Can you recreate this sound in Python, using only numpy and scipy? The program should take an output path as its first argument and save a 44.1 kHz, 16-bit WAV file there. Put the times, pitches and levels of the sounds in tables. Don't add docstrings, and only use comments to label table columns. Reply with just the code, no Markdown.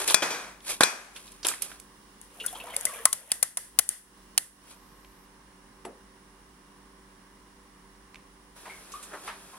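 import sys
import numpy as np
from scipy import signal
from scipy.fft import rfft, irfft, next_fast_len
from scipy.io import wavfile
from scipy.ndimage import minimum_filter1d, map_coordinates

SR = 44100
rng = np.random.default_rng(int(sys.argv[2]) if len(sys.argv) > 2 else 0)


def bounce(signal):
    frames = np.transpose(np.atleast_2d(signal))
    limited = np.clip(frames, -1, 1)
    pcm = np.round(limited * 32767).astype(np.int16)
    wavfile.write(sys.argv[1], SR, pcm)


N = 422458
T = np.arange(N) / SR
HIT_SAMPLES = SR * 2 // 3

# frequency in Hz, level in dB.
FRIDGE_HUM = [(48.4, -61.5), (193.8, -64), (290.7, -64.5), (387.6, -66), (484.5, -77), (1061, -88.5)]
# frequency in Hz, level in dB, start and end in seconds.
WHINES = [(15569, -75, 0, 4.7), (15569, -82, 4.7, 9.6), (12250, -70, 4.74, 5.26), (12250, -71, 8.56, 9.6)]
# time in seconds, level in dB.
HISS_LEVELS = [(0, -69), (2, -59.5), (4.7, -60), (5.3, -62), (8.54, -62), (8.57, -57), (9.6, -62)]
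# frequency in Hz, left-right likeness from 0 to 1.
DRONE_LIKENESS = [(60, 0.77), (180, 1), (550, 0.53), (1650, 0.18), (4970, 0.24), (15000, 0.14)]
# peak time in seconds, swell and fade in seconds
# per 20 dB, body and fizz in dB.
STROKES = [(0.002, 0.02, 0.15, -34, -30), (0.08, 0.0065, 0.061, -43, -23), (0.109, 0.029, 0.049, -36, -31),
           (0.704, 0.054, 0.073, -39.5, -28.5), (1.164, 0.0313, 0.083, -57, -44.5),
           (1.276, .12, 0.31, -67, -54), (1.45, .005, 0.057, -32.5, -31.5), (1.486, 0.02, 0.14, -42.5, -34),
           (1.622, 0.0025, 0.038, -48.5, -33), (1.72, 0.26, .12, -55.5, -50.5),
           (4.714, 0.078, 0.062, -57.5, -50), (8.794, 0.161, 0.32, -88, -76), (8.922, .006, .12, -72, -51),
           (9.028, .004, 0.08, -77, -58), (9.143, 0.035, 0.046, -39, -61), (9.27, 0.07, 0.034, -51.5, -48),
           (9.436, .12, 0.05, -88, -93)]
# start in seconds, peak in dB, pitch in Hz, sharpness in dB, t60 in seconds.
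COUNTER_KNOCKS = [(5.851, -29, 530, -2, 0.065), (5.909, -63, 510, 12, 0.098),
                  (8.654, -36.5, 1210, -5, 0.36), (8.697, -37, 2237, 17, 0.26),
                  (8.938, -33.5, 1193, 22, 0.13), (9.132, -36, 1250, 1, 0.27),
                  (9.276, -26.5, 1580, -6, 0.17), (9.533, -43, 1046, 12, 0.12)]
# start in seconds, peak in dB, colour in Hz, t60 in seconds,
# pan in dB (left over right).
DRY_CLICKS = [(0.0772, -12, 9100, 0.018, 7), (0.1, -12.5, 3250, .01, -3), (0.4314, -49, 1723, 0.018, -10),
              (0.605, -42.5, 3660, 0.02, 1.5), (0.699, -20, 10200, 0.013, -6),
              (1.1617, -32, 2890, 0.06, -4.5), (1.277, -42, 3600, 0.033, -7), (1.319, -34.5, 10050, .03, 0),
              (1.43, -29.5, 5040, 0.08, -6), (1.4479, -18, 3240, 0.043, 0.5),
              (1.4684, -3, 10200, 0.0099, 3), (1.4846, -9.5, 8450, 0.029, -10.5),
              (1.515, -20.5, 1430, 0.013, 1.5), (1.538, -24, 1790, 0.01, -2.5),
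              (1.6206, -13.5, 10200, 0.038, -12), (1.716, -35, 1490, .02, -7),
              (1.799, -29, 9700, 0.019, -8), (5.0468, -43, 2200, 0.016, -1.5),
              (5.8502, -34.5, 2250, 0.028, 5), (8.1445, -36.5, 2520, 0.0078, -5),
              (8.1567, -36, 2370, .02, -3), (8.919, -37, 6500, 0.082, -2.5),
              (9.0278, -32.5, 8800, 0.15, -6.5)]
# start in seconds, peak in dB, pitch in Hz.
LOUD_BUBBLES = [(2.3996, -29.5, 2822), (2.412, -38.5, 425), (2.4397, -32, 1450), (2.478, -33, 3405),
                (2.529, -35, 739), (2.55, -35, 3160), (2.554, -34, 928), (2.5988, -32, 2660),
                (2.64, -38.5, 684), (2.668, -34.5, 980), (2.6986, -40, 3100), (2.736, -37.5, 578),
                (2.7362, -35, 2165), (2.811, -47.5, 613), (2.8667, -25, 2020), (2.889, -30, 1073),
                (2.926, -34.5, 606), (2.9384, -34, 2362), (2.9867, -32.5, 1800), (2.988, -34, 1140),
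                (3.057, -17, 1090), (3.0694, -27.5, 2035), (3.3026, -35.5, 2660), (3.4494, -38.5, 1840)]
# time in seconds, gurgle and fizz in dB.
POUR_LEVELS = [(2.3, -63, -68.5), (2.45, -57, -43), (2.62, -50, -52.5), (2.98, -42.5, -39.5),
               (3.11, -56, -58.5), (3.32, -49, -44.5), (3.4, -64.5, -52)]
# start in seconds, snap and thud peaks in dB, thud t60 in seconds,
# mug ring in dB, pan in dB.
ICE_DROPS = [(0.1434, 2, -13, 0.025, -18.5, 8.5), (0.2212, -31, -4, 0.079, -21, 0.5),
             (0.3041, -18.5, -19, 0.36, -26, 1.5), (0.8074, -4, -5.5, 0.032, -26, -2),
             (0.8340, 4, -11, 0.018, -16.5, 7)]
# start in seconds, snap peak in dB, bite and push in dB over the snap,
# snap t60 in seconds, pan in dB.
ICE_CRACKS = [(2.214, -31, -23, -39, 0.0072, 3.5), (2.462, -14.5, -23, -24.5, 0.028, 8),
              (2.7645, -9, -18, -24.5, 0.0085, 4), (2.81, -17, -30, -27, 0.0064, 2),
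              (2.8526, -4, -20, -41, 0.018, 4.5), (3.0542, 2, -14, -15.5, 0.015, 5),
              (3.1282, -0.5, -12, -16.5, 0.02, 5.5), (3.3169, -0.5, -10.5, -19.5, 0.018, 1),
              (3.4267, 1, -15, -15.5, 0.024, 6.5), (3.5712, -4, -15.5, -17, 0.025, -0.5),
              (3.7881, -1, -9.5, -17.5, 0.016, 12), (3.793, -7, -13, -9.5, 0.014, 9),
              (3.8902, -1, -18, -39, 0.009, 3.5), (4.3771, -4.5, -5, -20.5, 0.014, -5),
              (4.3822, -16.5, 0.5, -17, 0.0098, 3)]

# frequency in Hz, relative level in dB, t60 in seconds.
MUG_MODES = [(1037, -11, .3), (2380, -4, .3), (2508, -2, .34), (3393, -5, .28), (4079, -13, .18),
             (4854, -3, .28), (5484, -3, .25), (5939, -4, .33), (6643, -6, .21), (7219, -6, .21),
             (7580, -7, .2), (8459, -4, .24), (9100, -7, .24), (11160, -6, .21), (11920, -12, .18)]
TINKLE_MODES = [(7725, 5, 0.048), (10210, 0.5, 0.11)]

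# frequency in Hz, relative density in dB.
DRONE_SPECTRUM = [(15, -40), (25, -14.5), (54, -6), (76, -17.5), (185, -8.5), (262, -9), (289, -21),
                  (318, -13), (386, -9.5), (409, -17.5), (486, -13.5), (674, -19.5), (1070, -8),
                  (1350, -18), (1620, -16), (2500, -23.5), (3250, -51.5), (5500, -120)]
HISS_SPECTRUM = [(1180, -12), (2000, 3), (2360, -27.5), (2800, 3.5), (2950, -1), (3510, -2.5), (4700, -4),
                 (5590, -0.5), (6470, -6.5), (8450, -5), (9710, 1), (12300, -16.5), (14900, -14.5),
                 (15700, -9)]
RUB_BODY_SPECTRUM = [(180, -85), (300, 0), (380, 3), (539, 0.5), (1230, 1.5), (1700, 1), (3500, -38.5),
                     (4550, -36.5), (7700, -120)]
RUB_FIZZ_SPECTRUM = [(1470, -21.5), (2500, 0.5), (3000, -8.5), (3120, -2), (4430, -5), (7060, -4.5),
                     (10400, 1), (12100, -11.5), (14900, -27.5), (15500, -45.5)]
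DROP_SNAP_SPECTRUM = [(880, -44), (1500, 0.5), (2790, -31.5), (3260, -9), (3930, 1.5), (5180, -12.5),
                      (5770, -7), (7530, -4.5), (9440, 1.5), (15700, -32.5)]
DROP_THUD_SPECTRUM = [(59, -52), (100, -9.5), (490, 4.5), (1340, 0), (2030, -6.5), (2440, -9.5),
                      (2760, -17), (3080, -1.5), (4000, -5), (5200, -35.5), (8800, -120)]
COUNTER_SPECTRUM = [(90, -26), (200, -19), (300, 26.5), (420, -7), (800, -39.5)]
DROP_ECHO_SPECTRUM = [(88, -61.5), (150, -13.5), (636, -5), (1670, -2), (1800, -6), (2020, -7), (2450, -6),
                      (2700, -13.5), (5950, -14.5), (11500, -18.5), (15000, -52.5)]
CRACK_SNAP_SPECTRUM = [(4500, -23), (6000, -10), (8000, -10.5), (9300, -1.5), (10500, 0), (11500, -4),
                       (13100, -11.5), (15700, -34.5)]
CRACK_BITE_SPECTRUM = [(1400, -32), (2400, 9.5), (3500, 12.5), (5500, 13), (7500, -47.5)]
CRACK_PUSH_SPECTRUM = [(250, -27), (600, -3), (1100, -3.5), (2000, -1), (3000, -17.5)]
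CRACK_ECHO_SPECTRUM = [(1180, -13), (2000, -2), (2200, -15), (3540, -10), (3850, -16), (4660, -11),
                       (7300, -9), (9300, 0), (10400, -1), (15700, -29)]


def amp(db):
    return 10 ** (np.asarray(db) / 20)


def unit_rms(x):
    return x / np.sqrt(np.mean(x ** 2) + 1e-20)


def along(points, hz):
    knots_hz, values = np.transpose(points)
    return np.interp(np.log(hz + 1), np.log(knots_hz + 1), values)


def envelopes(rows):
    times_s, *columns_db = np.transpose(rows)
    return amp([np.interp(T, times_s, db, -140, -140) for db in columns_db])


def wobble(rate_hz):
    coarse_s = T[::16]
    knots = rng.standard_normal(int(N * rate_hz / SR) + 4)
    return np.interp(T, coarse_s, map_coordinates(knots, [coarse_s * rate_hz]))


def grit(rate_hz, spread_db):
    return unit_rms(amp(spread_db * wobble(rate_hz)))


def filtered(x, response):
    size = next_fast_len(x.shape[-1] + 4096)
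    return irfft(rfft(x, size) * response(np.fft.rfftfreq(size, 1 / SR)), size)[..., :x.shape[-1]]


def noise(spectrum, size=N, channels=1):
    white = rng.standard_normal((channels, size))
    return unit_rms(filtered(white, lambda hz: amp(along(spectrum, hz))))


def decay(t, db, t60_s, rise_s):
    return amp(db - 60 * t / t60_s) * (1 - np.exp(-t / rise_s))


def burst(spectrum, peak_db, t60_s, rise_s=0.0007):
    t = T[:min(int(SR * 1.3 * t60_s) + 64, HIT_SAMPLES)]
    puff = decay(t, 0, t60_s, rise_s) * noise(spectrum, size=len(t))[0]
    return np.pad(amp(peak_db) * puff / np.abs(puff).max(), (0, HIT_SAMPLES - len(t)))


def add(track, start_s, sound, pan_db=0):
    part = track[:, round(start_s * SR):][:, :sound.shape[-1]]
    part += amp([[pan_db / 2], [-pan_db / 2]]) * sound[..., :part.shape[1]]


def late_right(x, ms):
    return filtered(x, lambda hz: np.exp(np.outer([1, -1], 1j * np.pi * hz * ms / 1000)))


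def room_tone(drone_db=-58):
    def mid_side_gains(hz):
        angle = np.arccos(along(DRONE_LIKENESS, hz)) / 2
        return np.array([np.cos(angle), np.sin(angle)])

    mid, side = filtered(noise(DRONE_SPECTRUM, channels=2), mid_side_gains)
    drone = amp(drone_db + 0.34 * wobble(6.3)) * np.array([mid + side, mid - side])
    hum = sum(amp(db + 0.72 * wobble(6)) * np.sin(2 * np.pi * hz * T + 1.5 * wobble(7.6))
              for hz, db in FRIDGE_HUM)
    whine = np.zeros(N)
    for hz, db, start_s, end_s in WHINES:
        gate = (T > start_s) & (T < end_s)
        whine += amp(db) * gate * np.sin(2 * np.pi * hz * T + 1.1 * wobble(199.6))
    hiss = envelopes(HISS_LEVELS)[0] * noise(HISS_SPECTRUM, channels=2)
    return (drone + hum + whine + hiss) * amp([[-1.1], [1.1]])


def room_echo(spectrum, db, t60_s):
    mid, side = (burst(spectrum, db, t60_s, rise_s=0.0069) for _ in range(2))
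    side = filtered(side, lambda hz: hz / (hz + 900))
    return np.array([mid + side, mid - side])


def rubbing(rustle_start_s=8.562, rustle_body_db=-58.5, rustle_fizz_db=-55):
    slips = grit(220, 1.8) * grit(30, 0.7)
    body = noise(RUB_BODY_SPECTRUM) + 0.4 * noise(RUB_BODY_SPECTRUM, channels=2)
    fizz = noise(RUB_FIZZ_SPECTRUM) + 0.65 * noise(RUB_FIZZ_SPECTRUM, channels=2)
    gains = amp([[rustle_body_db], [rustle_fizz_db]]) * (T > rustle_start_s)
    for peak_s, swell_s, fade_s, body_db, fizz_db in STROKES:
        span = slice(max(round((peak_s - 3 * swell_s) * SR), 0), round((peak_s + 3 * fade_s) * SR))
        shape_db = 20 * np.minimum((T[span] - peak_s) / swell_s, (peak_s - T[span]) / fade_s)
        gains[:, span] += slips[span] * amp(shape_db) * amp([[body_db], [fizz_db]])
    return gains[0] * body + gains[1] * late_right(fizz, ms=0.07)


def tinkle(start_s=5.852, level_db=-48.5):
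    out, t = np.zeros((2, N)), T[:SR // 4]
    ring = sum(amp(level_db + db - 60 * t / t60_s) * np.sin(2 * np.pi * hz * t)
               for hz, db, t60_s in TINKLE_MODES)
    add(out, start_s, ring, pan_db=1.5)
    return out


def knocks():
    out = np.zeros((2, N))
    for start_s, db, hz, sharp_db, t60_s in COUNTER_KNOCKS:
        resonance = [(hz / 12, -70), (hz / 4, -sharp_db - 14), (hz / 1.8, -sharp_db - 3),
                     (hz / 1.2, -sharp_db), (hz / 1.05, 0), (hz * 1.05, 0), (hz * 0.91, -sharp_db),
                     (hz * 3, -sharp_db - 18.5), (hz * 30, -80)]
        knock = burst(resonance, db, t60_s, rise_s=0.00058)
        tick = burst(RUB_FIZZ_SPECTRUM, db - 13, 1.25 * t60_s, rise_s=0.0014)
        add(out, start_s, knock + tick + room_echo(resonance, db - 5.2, t60_s=0.3))
    return out


def clicks():
    out = np.zeros((2, N))
    for start_s, db, hz, t60_s, pan_db in DRY_CLICKS:
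        colour = [(hz / 30, -40), (hz / 4, -16), (hz / 1.4, -10), (hz, 0),
                  (hz * 1.4, -10), (hz * 5, -26)]
        click = burst(colour, db, t60_s, rise_s=0.0004)
        add(out, start_s, click + room_echo(colour, db - 20, t60_s=0.25), pan_db)
    lowpassed = filtered(out, lambda hz: 1 / (1 + (hz / 12500) ** 8))
    return late_right(lowpassed, ms=-0.021)


def bubble(db, hz, t60_s):
    t = T[:min(int(SR * t60_s), SR // 8)]
    return decay(t, db, t60_s, rise_s=0.0007) * np.sin(2 * np.pi * hz * t * (1 + 0.4 * t))


def bubble_cloud(db, hz, t60_s):
    band = [(hz / 2, -40), (hz / 1.08, -16), (hz, 0), (hz * 1.1, -14), (hz * 2, -34)]
    return burst(band, db, t60_s, rise_s=0.00087)


def milk(swarm_count=650, pan_db=1.5):
    loud, swarm = np.zeros((2, N)), np.zeros((2, N))
    for start_s, db, hz in LOUD_BUBBLES:
        add(loud, start_s, bubble(db - 5, hz, t60_s=0.017), pan_db)
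        add(loud, start_s, bubble_cloud(db, hz, t60_s=0.135), pan_db)
    first_s, last_s = POUR_LEVELS[0][0], POUR_LEVELS[-1][0]
    for when, pitch, strength in rng.uniform(size=(swarm_count, 3)):
        hz = 450 * 8.5 ** pitch
        blip = bubble(5 * np.log(strength), hz, t60_s=60 / hz)
        add(swarm, first_s + when * (last_s - first_s), blip, pan_db)
    gurgle_gain, fizz_gain = envelopes(POUR_LEVELS)
    swarm /= np.sqrt(np.mean(swarm[:, gurgle_gain > 1e-6] ** 2))
    splash = noise([(200, -46), (500, -12), (1200, -1.5), (3200, 1), (6000, -25.5)], channels=2)
    gurgle = gurgle_gain * (swarm + amp(-4) * splash)
    fizz = fizz_gain * grit(350, 4.0) * noise(CRACK_SNAP_SPECTRUM, channels=2)
    return late_right(loud + gurgle + fizz, ms=0.037)


def ice_ping(db, t60_s):
    t, hz = T[:HIT_SAMPLES], rng.normal(10000, 400)
    return decay(t, db, t60_s, rise_s=0.00029) * np.sin(2 * np.pi * hz * t)


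def mug_ring():
    ring, t = np.zeros(HIT_SAMPLES), T[:HIT_SAMPLES]
    for hz, db, t60_s in MUG_MODES:
        envelope = amp(db + rng.normal(0, 1.6) - 60 * t / t60_s)
        ring += envelope * np.sin(2 * np.pi * hz * t + rng.uniform(0, 2 * np.pi))
    return ring


def ice_drops(snap_t60_s=0.02):
    out = np.zeros((2, N))
    for start_s, snap_db, thud_db, thud_t60_s, ring_db, pan_db in ICE_DROPS:
        ring = amp(ring_db) * mug_ring()
        ping = ice_ping(snap_db - 6, 0.84 * snap_t60_s)
        snap = burst(DROP_SNAP_SPECTRUM, snap_db, snap_t60_s, rise_s=0.0006)
        thud = burst(DROP_THUD_SPECTRUM, thud_db, thud_t60_s)
        thump = burst(COUNTER_SPECTRUM, thud_db - 18.5, t60_s=0.047, rise_s=0.0014)
        echo = room_echo(DROP_ECHO_SPECTRUM, thud_db - 3.5, t60_s=0.49)
        add(out, start_s, ping + snap + thud + ring + thump + echo, pan_db)
    return late_right(out, ms=0.054)


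def ice_cracks():
    bright, dull = np.zeros((2, N)), np.zeros((2, N))
    for start_s, snap_db, bite_db, push_db, t60_s, pan_db in ICE_CRACKS:
        ping = ice_ping(snap_db - 6.5, 0.26 * t60_s)
        snap = burst(CRACK_SNAP_SPECTRUM, snap_db, t60_s, rise_s=0.0012)
        bite = burst(CRACK_BITE_SPECTRUM, snap_db + bite_db, t60_s)
        push = burst(CRACK_PUSH_SPECTRUM, snap_db + push_db, 2.3 * t60_s)
        echo = room_echo(CRACK_ECHO_SPECTRUM, 0.78 * snap_db - 23.5, t60_s=0.36)
        add(bright, start_s, ping + snap, pan_db)
        add(dull, start_s, bite + push + echo, pan_db / 3)
    return late_right(bright, ms=0.12) + late_right(dull, ms=0.064)


def scene():
    return ice_drops() + clicks() + ice_cracks() + knocks() + tinkle() + milk() + rubbing() + room_tone()


def record(dry):
    threshold_db, lag_s, smooth_s, release_db_per_s = -9, 0.0055, 0.0038, 49
    duck_db_per_db, hold_samples, top_hz = 0.7, SR // 8, 15890
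    peak_db = 20 * np.log10(np.abs(dry).max(0) + 1e-9)
    duck_db = duck_db_per_db * np.maximum(peak_db - threshold_db, 0)
    held_db = -minimum_filter1d(-duck_db, size=hold_samples, origin=(hold_samples - 1) // 2)
    ramp_db = release_db_per_s * T
    released_db = np.maximum.accumulate(held_db + ramp_db) - ramp_db
    late_db = np.interp(T - lag_s, T, released_db)
    pole = np.exp(-1 / (smooth_s * SR))
    ducked = dry * amp(-signal.lfilter([1 - pole], [1, -pole], late_db))
    soft_clipped = ducked / (1 + np.abs(ducked) ** 12) ** (1 / 12)
    return np.clip(filtered(soft_clipped, lambda hz: hz < top_hz), -1, 1)


dry = scene()
out = record(dry)
bounce(out)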